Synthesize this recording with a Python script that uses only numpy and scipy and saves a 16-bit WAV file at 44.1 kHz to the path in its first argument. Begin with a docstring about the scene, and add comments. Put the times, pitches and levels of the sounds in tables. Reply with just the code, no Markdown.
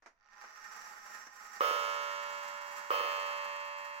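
"""A small, quiet room, a stereo microphone close to an old wooden wall clock, a little to the right.
A lever drops, and the striking train spins up against its air brake and whirs, its teeth tapping
a steel pinion. A padded hammer strikes twice on the coiled wire gong: each blow knocks the case,
and the coil sizzles briefly and rings on with a long ladder of inharmonic partials."""
import sys
import numpy as np
from scipy import signal
from scipy.fft import rfft, irfft
from scipy.io import wavfile

SR = 44100
rng = np.random.default_rng(int(sys.argv[2]) if len(sys.argv) > 2 else 0)


def wav_out(sig):
    """Save sig, one row per channel (or a flat mono array), as 16-bit PCM at SR to the path in sys.argv[1]."""
    wavfile.write(sys.argv[1], SR, np.round(np.clip(np.atleast_2d(sig).T, -1, 1) * 32767).astype(np.int16))


N = 176400
TIME = np.arange(N) / SR
FREQS = np.fft.rfftfreq(2 * N, 1 / SR) + 1e-3
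LEFT_LAG_S = 0.00029  # knock and ring reach the left microphone later


def from_db(db):
    """Decibels to gain."""
    return 10 ** (np.asarray(db) / 20)


def rms_one(x):
    """Scale to unit power."""
    return x / np.sqrt(np.mean(x ** 2) + 1e-20)


def at_hz(points, hz):
    """Read a spectrum on a log-frequency axis."""
    f, value = np.transpose(points)
    return np.interp(np.log(hz), np.log(f), value)


def pan(db):
    """Constant-power gains for the two microphones; db is left minus right."""
    gains = from_db(np.array([[.5], [-.5]]) * db)
    return gains / np.sqrt(np.mean(gains ** 2, axis=0))


def drift(rate):
    """Slow random motion of spread 1."""
    knots = rng.standard_normal(int(rate * N / SR) + 2)
    return rms_one(np.interp(TIME * rate, np.arange(len(knots)), knots))


def filtered(x, kind, hz, order):
    """Butterworth low-pass or high-pass."""
    return signal.sosfilt(signal.butter(order, hz, kind, fs=SR, output="sos"), x + 1e-18)


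# diffuse sound, how alike at the two microphones: f/Hz, likeness/0-1
LIKENESS = [(30, 0.55), (200, 1), (700, 0.75), (1500, 0.11)]
def coloured(pair, db):
    """Give two unrelated noises a causal colour of unit power and the room's left-right likeness."""
    cepstrum = irfft(np.log(rms_one(from_db(db))))
    cepstrum[1:N] *= 2  # fold to minimum phase
    cepstrum[N + 1:] = 0
    mid, side = rfft(pair, 2 * N) * np.exp(rfft(cepstrum))
    alike = np.clip(at_hz(LIKENESS, FREQS), -1, 1)
    return irfft(np.sqrt((1 + alike) / 2) * mid + np.sqrt((1 - alike) / 2) * side * [[1], [-1]])[:, :N]


def room(x, tail_db, t60_s=0.63, dull_hz=5730):
    """The near walls add a dull, diffuse tail, 4 ms behind the direct sound."""
    tail = rng.standard_normal((2, N)) * from_db(-60 * TIME / t60_s) * (TIME > .004)
    tail = coloured(tail, -10 * np.log10(1 + (FREQS / dull_hz) ** 2))
    tail /= np.sqrt(np.sum(tail ** 2))
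    return x + from_db(tail_db) * signal.fftconvolve(x, tail, axes=1)[:, :N]


# room tone: f/Hz, relative density/dB
AIR_COLOUR = [(20, 7), (140, -19.5), (200, -16.5), (400, -34), (1500, -16), (16000, -55)]
def room_tone(level_db=-81):
    """Still air all around the microphones: a faint, low noise."""
    return from_db(level_db) * coloured(rng.standard_normal((2, N)), at_hz(AIR_COLOUR, FREQS))


# levers and pins catching: t/s, level/dB, decay time/s
CLICKS = [(0.0226, -63, 0.044), (0.06, -51.5, 0.021), (0.383, -65, 0.021), (0.438, -51, 0.022),
          (1.267, -49, 0.014)]
# their colour: f/Hz, relative density/dB
CLICK_COLOUR = [(100, -39), (220, -9), (1300, 4), (2000, 2), (3400, -19.5), (6000, -9.5), (8500, -28.5),
                (16000, -43)]
def levers():
    """Each catch is a sudden, quickly dying rattle inside the case, just right of centre."""
    force = sum(from_db(db) * (TIME >= start) * np.exp(-np.abs(TIME - start) / decay_s)
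                for start, db, decay_s in CLICKS)
    rattle = coloured(rng.standard_normal((2, N)) * force, at_hz(CLICK_COLOUR, FREQS))
    return room(rattle * pan(-2.5), tail_db=-19)


# the train spinning up against its air brake: t/s, tooth rate/Hz
TOOTH_RATE = [(.14, 38), (.21, 49), (.3, 81), (.45, 140), (.85, 197), (2, 205)]
def gear_train(wander=.015):
    """Relative speed of the train, and a pulse wherever a tooth engages or lets go."""
    rate = np.interp(TIME, *np.transpose(TOOTH_RATE), left=0)
    teeth = np.cumsum(rate * (1 + wander * drift(8))) / SR
    engage, release = (np.diff(np.floor(teeth + offset), prepend=0) for offset in (0, .5))
    return rate / rate.max(), engage, release


# the pinion's modes: f/Hz, relative level/dB
PINION_MODES = [(5350, -9.5), (5820, -4)]
# its ring, rising and falling with the load on the train: t/s, level/dB
PINION_LEVEL = [(.17, -107), (.25, -76), (.35, -82), (.39, -67), (.87, -59.5), (.92, -72), (1.06, -62.5),
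                (1.275, -61), (1.29, -69.5), (1.6, -60), (3.6, -77)]
def pinion(engage, ring_s=.0011, scatter_db=1):
    """Each engaging tooth sets the small steel pinion ringing for a moment."""
    swell = TIME * np.exp(-np.minimum(TIME / ring_s, 20)) * (TIME < 20 * ring_s)
    ring = np.zeros((2, N))
    for hz, db in PINION_MODES:
        taps = engage * rng.choice([-1, 1], (2, N)) * from_db(db + scatter_db * rng.standard_normal(N))
        ping = swell * np.sin(2 * np.pi * hz * TIME)
        ring += signal.fftconvolve(taps, [ping], axes=1)[:, :N]
    level = from_db(np.interp(TIME, *np.transpose(PINION_LEVEL)))
    return room(rms_one(ring) * level, tail_db=-10)


# the whirring train: t/s, level/dB
WHIR_LEVEL = [(.14, -74), (.238, -58), (.25, -58), (.42, -52), (.6, -53.5), (.76, -50.5), (.96, -56),
              (1.15, -51.5), (1.277, -55.5), (1.29, -73), (1.338, -53), (1.35, -55), (1.6, -52),
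              (2.86, -53), (3.45, -52), (3.6, -57.5)]
# colour of the clockwork: f/Hz, relative density/dB
WHIR_COLOUR = [(100, -66), (210, -16.5), (270, -27.5), (450, -19.5), (900, -13.5), (1400, -1.5), (1950, -8),
               (2700, -15), (3200, -24), (4500, -21.5), (6200, -15), (8300, -34), (9500, -25.5),
               (16000, -25)]
# its resonances: f/Hz, width/Hz, lift/dB
WHIR_RESONANCES = [(835.7, 62, 14), (1042, 35, 11), (1264, 22.5, 15), (1847, 43.6, 14), (4680, 70, 10),
                   (7455, 460, 19.5)]
# where it sits between the microphones: f/Hz, left minus right/dB
WHIR_PAN = [(600, -1.5), (850, -11), (1600, -7.5), (2600, -1.5), (3700, -4), (6500, -6.5), (7500, -14),
            (14000, -5)]
def whir(speed, engage, release, tooth_ring_s=.0014, rubbing=.35, hiss_above_hz=6400):
    """Gear teeth tick ever faster until they blur; rubbing and hiss grow with speed."""
    release_db, scatter_db, flutter_db = -2.5, 2.5, 2.5
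    contacts = (engage + from_db(release_db) * release) * from_db(scatter_db * rng.standard_normal(N))
    ticks = signal.lfilter([1], [1, -np.exp(-1 / (tooth_ring_s * SR))], contacts + 1e-18)
    force = rms_one(ticks + rubbing * speed)
    level = from_db(np.interp(TIME, *np.transpose(WHIR_LEVEL)) + flutter_db * drift(60))
    peaks_db = sum(db / (1 + (2 * (FREQS - hz) / width) ** 2) for hz, width, db in WHIR_RESONANCES)
    gears = coloured(rng.standard_normal((2, N)) * force * level, at_hz(WHIR_COLOUR, FREQS) + peaks_db)
    spectrum = rfft(gears, 2 * N) * pan(at_hz(WHIR_PAN, FREQS))
    treble = 1 / (1 + (hiss_above_hz / FREQS) ** 20)
    body = irfft(spectrum * (1 - treble))[:, :N]
    hiss = speed ** 1.94 * irfft(spectrum * treble)[:, :N]
    return room(body + hiss, tail_db=-1.5)


# hammer blows, also driving sizzle and gong: t/s, ring gain/dB, knock gain/dB
STROKES = [(1.6072, 1, -3.5), (2.9049, 1, -5)]
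# modes of the wooden case: f/Hz, level/dB, t60/s
CASE_MODES = [(489, -33, 0.4), (548, -29.5, 0.11), (1143, -20, 0.064), (1247, -19.5, 0.12),
              (2940, -35, 0.039)]
def knock(rebound_s=.103, rebound_db=-7):
    """The blow thumps the wooden case; the hammer then drops back on its rest with a duller bump."""
    wood = sum(from_db(db - 60 * np.minimum(TIME / t60, 10)) * np.sin(2 * np.pi * hz * TIME)
               for hz, db, t60 in CASE_MODES)
    blow = filtered(wood, "high", hz=351, order=4)
    bump = from_db(rebound_db) * filtered(blow, "low", hz=660, order=2)
    out = np.zeros((2, N))
    for start, _, db in STROKES:
        t = TIME - start - np.array([[LEFT_LAG_S], [0]])
        out += from_db(db) * (np.interp(t, TIME, blow) + np.interp(t - rebound_s, TIME, bump))
    return room(out * pan(-3.5), tail_db=-9.5)


TREBLE_RISE_S, TREBLE_PAN_DB = 0.00066, -4  # the top of the coil's sound: quick, and to the right
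# the coil's metallic sizzle: f/Hz, relative density/dB
SIZZLE_COLOUR = [(200, -14.5), (500, 13.5), (2700, 9), (3700, -8), (5200, -2), (7500, -18), (11500, -16),
                 (14500, -4), (16000, -2)]
def sizzle(flare_db=-39, flare_t60_s=1.15, tick_db=-49, tick_t60_s=.2):
    """The contact spits a bright tick; countless weak vibrations of the coil flare up and die early."""
    starts, _, knock_db = np.transpose(STROKES)[:, :, None]
    ages = np.maximum(TIME - starts, 0)
    rise = 1 - np.exp(-ages / TREBLE_RISE_S)
    flare = np.sum(rise * from_db(flare_db - 60 * ages / flare_t60_s), axis=0)
    contact = np.sum(rise * from_db(tick_db + knock_db - 60 * ages / tick_t60_s), axis=0)
    tick = filtered(rng.standard_normal((2, N)) * contact, "high", hz=13500, order=6)
    shimmer = coloured(rng.standard_normal((2, N)) * flare, at_hz(SIZZLE_COLOUR, FREQS))
    return (tick + shimmer) * pan(TREBLE_PAN_DB)


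# the coil's two runs of ever wider spaced high partials: first f/Hz, step/Hz, widening/Hz
LADDER_RUNS = [(7032, 221.8, 1.571), (11886, 301, 0.9)]
# their strength before random scatter: f/Hz, level/dB
LADDER_LEVEL = [(7000, -68), (8200, -71), (9100, -62), (11900, -67), (14400, -57), (15600, -60)]
def high_partials(count=14):
    """Further rows of coil modes, uneven in strength: the higher, the shorter they ring."""
    k = np.arange(count)
    runs = []
    for first_hz, step_hz, widening_hz in LADDER_RUNS:
        hz = first_hz + step_hz * k + widening_hz * k ** 2
        side_db, uneven, restrike_db = 7 * rng.uniform(-3.1, 1, (3, count))
        db = at_hz(LADDER_LEVEL, hz) + uneven / 2
        t60 = 2.4 * (hz / LADDER_LEVEL[0][0]) ** -1.2
        runs.append(np.transpose([hz, db, t60, TREBLE_PAN_DB + side_db, restrike_db - 3]))
    return np.vstack(runs)


# modes of the coil: f/Hz, level/dB, t60/s, left minus right/dB, change if struck while ringing/dB
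COIL_MODES = [(443, -48, 2, -7, -4), (507.7, -43, 1.4, -12, -2), (577.1, -40, 5, -3, 0),
              (650.7, -51, 2.9, -8, -1), (728.3, -55, 3.8, -6, -1), (893.3, -46, 9.7, -13, 2),
              (981.8, -42, 8.5, -8, -1), (1076, -39, 5.5, -12, 1), (1153.6, -49, 1.8, -6, 0),
              (1173.6, -42, 4, -8, 4), (1271.9, -30, 2.1, -14, -5), (1378.1, -37, 3.7, -20, -13),
              (1488.1, -44, 5.1, -3, -5), (1597.8, -51, 7, -2, -14), (1712.4, -44, 6.1, -11, -1),
              (1831.7, -50, 9.5, 4, 5), (1954.3, -55, 12, -5, 0), (2083, -52, 6.5, -18, 3),
              (2212.5, -45, 6.3, -7, -4), (2347.1, -57, 6.4, -4, 3), (2485.7, -55, 5.5, -2, 5),
              (2626.2, -51, 5.4, 1, 6), (2771.6, -48, 5.5, 3, 0), (2917.9, -50.5, 3.6, -1, -15),
              (3071.7, -43.5, 2.2, 16, 1.5), (3225.9, -51, 4.9, 9, 0), (3387.3, -60, 5, -5, -3),
              (3547.8, -53, 2.9, -1, -5), (3714.5, -59, 3.2, -5, -6), (3886.1, -59, 4.4, -16, -4),
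              (4059.2, -61, 4.7, -13, 0), (4235, -60, 6, -4, 0), (4412, -59.5, 3, 2, 6),
              (4595, -59, 4.9, -3, -6), (4783, -57, 6, 3, -1), (4971, -58, 2.2, -4, -1),
              (5162, -58, 3.8, 1, 0), (5361, -49, 1.9, 0, -21), (5760, -59, 3.4, -5, -7),
              (6171, -61, 6, -1, -10), (6382, -57, 3.6, 7, -1), (6813, -60, 3.3, -3, -15)]
def gong(damping_s=0.015, bloom_s_at_1khz=0.0081, bloom_below_hz=11000):
    """Each blow stops the old ring and starts anew; higher partials bloom later, the topmost at once."""
    modes = np.vstack([COIL_MODES, high_partials()])
    ends = [start for start, _, _ in STROKES[1:]] + [N / SR]
    out = np.zeros((2, N))
    for k, ((start, ring_db, _), end) in enumerate(zip(STROKES, ends)):
        span = slice(int(start * SR), int((end + 10 * damping_s) * SR))
        t = np.maximum(TIME[span] - start - np.array([[LEFT_LAG_S], [0]]), 0)
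        damped = np.exp(-np.maximum(TIME[span] - end, 0) / damping_s)
        for hz, db, t60, side_db, restrike_db in modes:
            rise_s = bloom_s_at_1khz * np.sqrt(hz / 1000) if hz < bloom_below_hz else TREBLE_RISE_S
            bloom = 1 - np.exp(-t[1] / rise_s)
            level = from_db(ring_db + db + restrike_db * (k > 0) - 60 * t[1] / t60)
            out[:, span] += pan(side_db) * (level * bloom * damped) * np.sin(2 * np.pi * hz * t)
    return out


def scene():
    """Room tone behind, the running clockwork nearer, the two strokes in front."""
    background = room_tone()
    speed, engage, release = gear_train()
    strokes = gong() + sizzle() + knock()
    clockwork = whir(speed, engage, release) + pinion(engage) + levers()
    return background + clockwork + strokes


def record(dry):
    """Both microphone channels are cut steeply above 15850 Hz."""
    return signal.sosfilt(signal.ellip(12, .1, 80, 15850, fs=SR, output="sos"), dry)


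dry = scene()
out = record(dry)
wav_out(out)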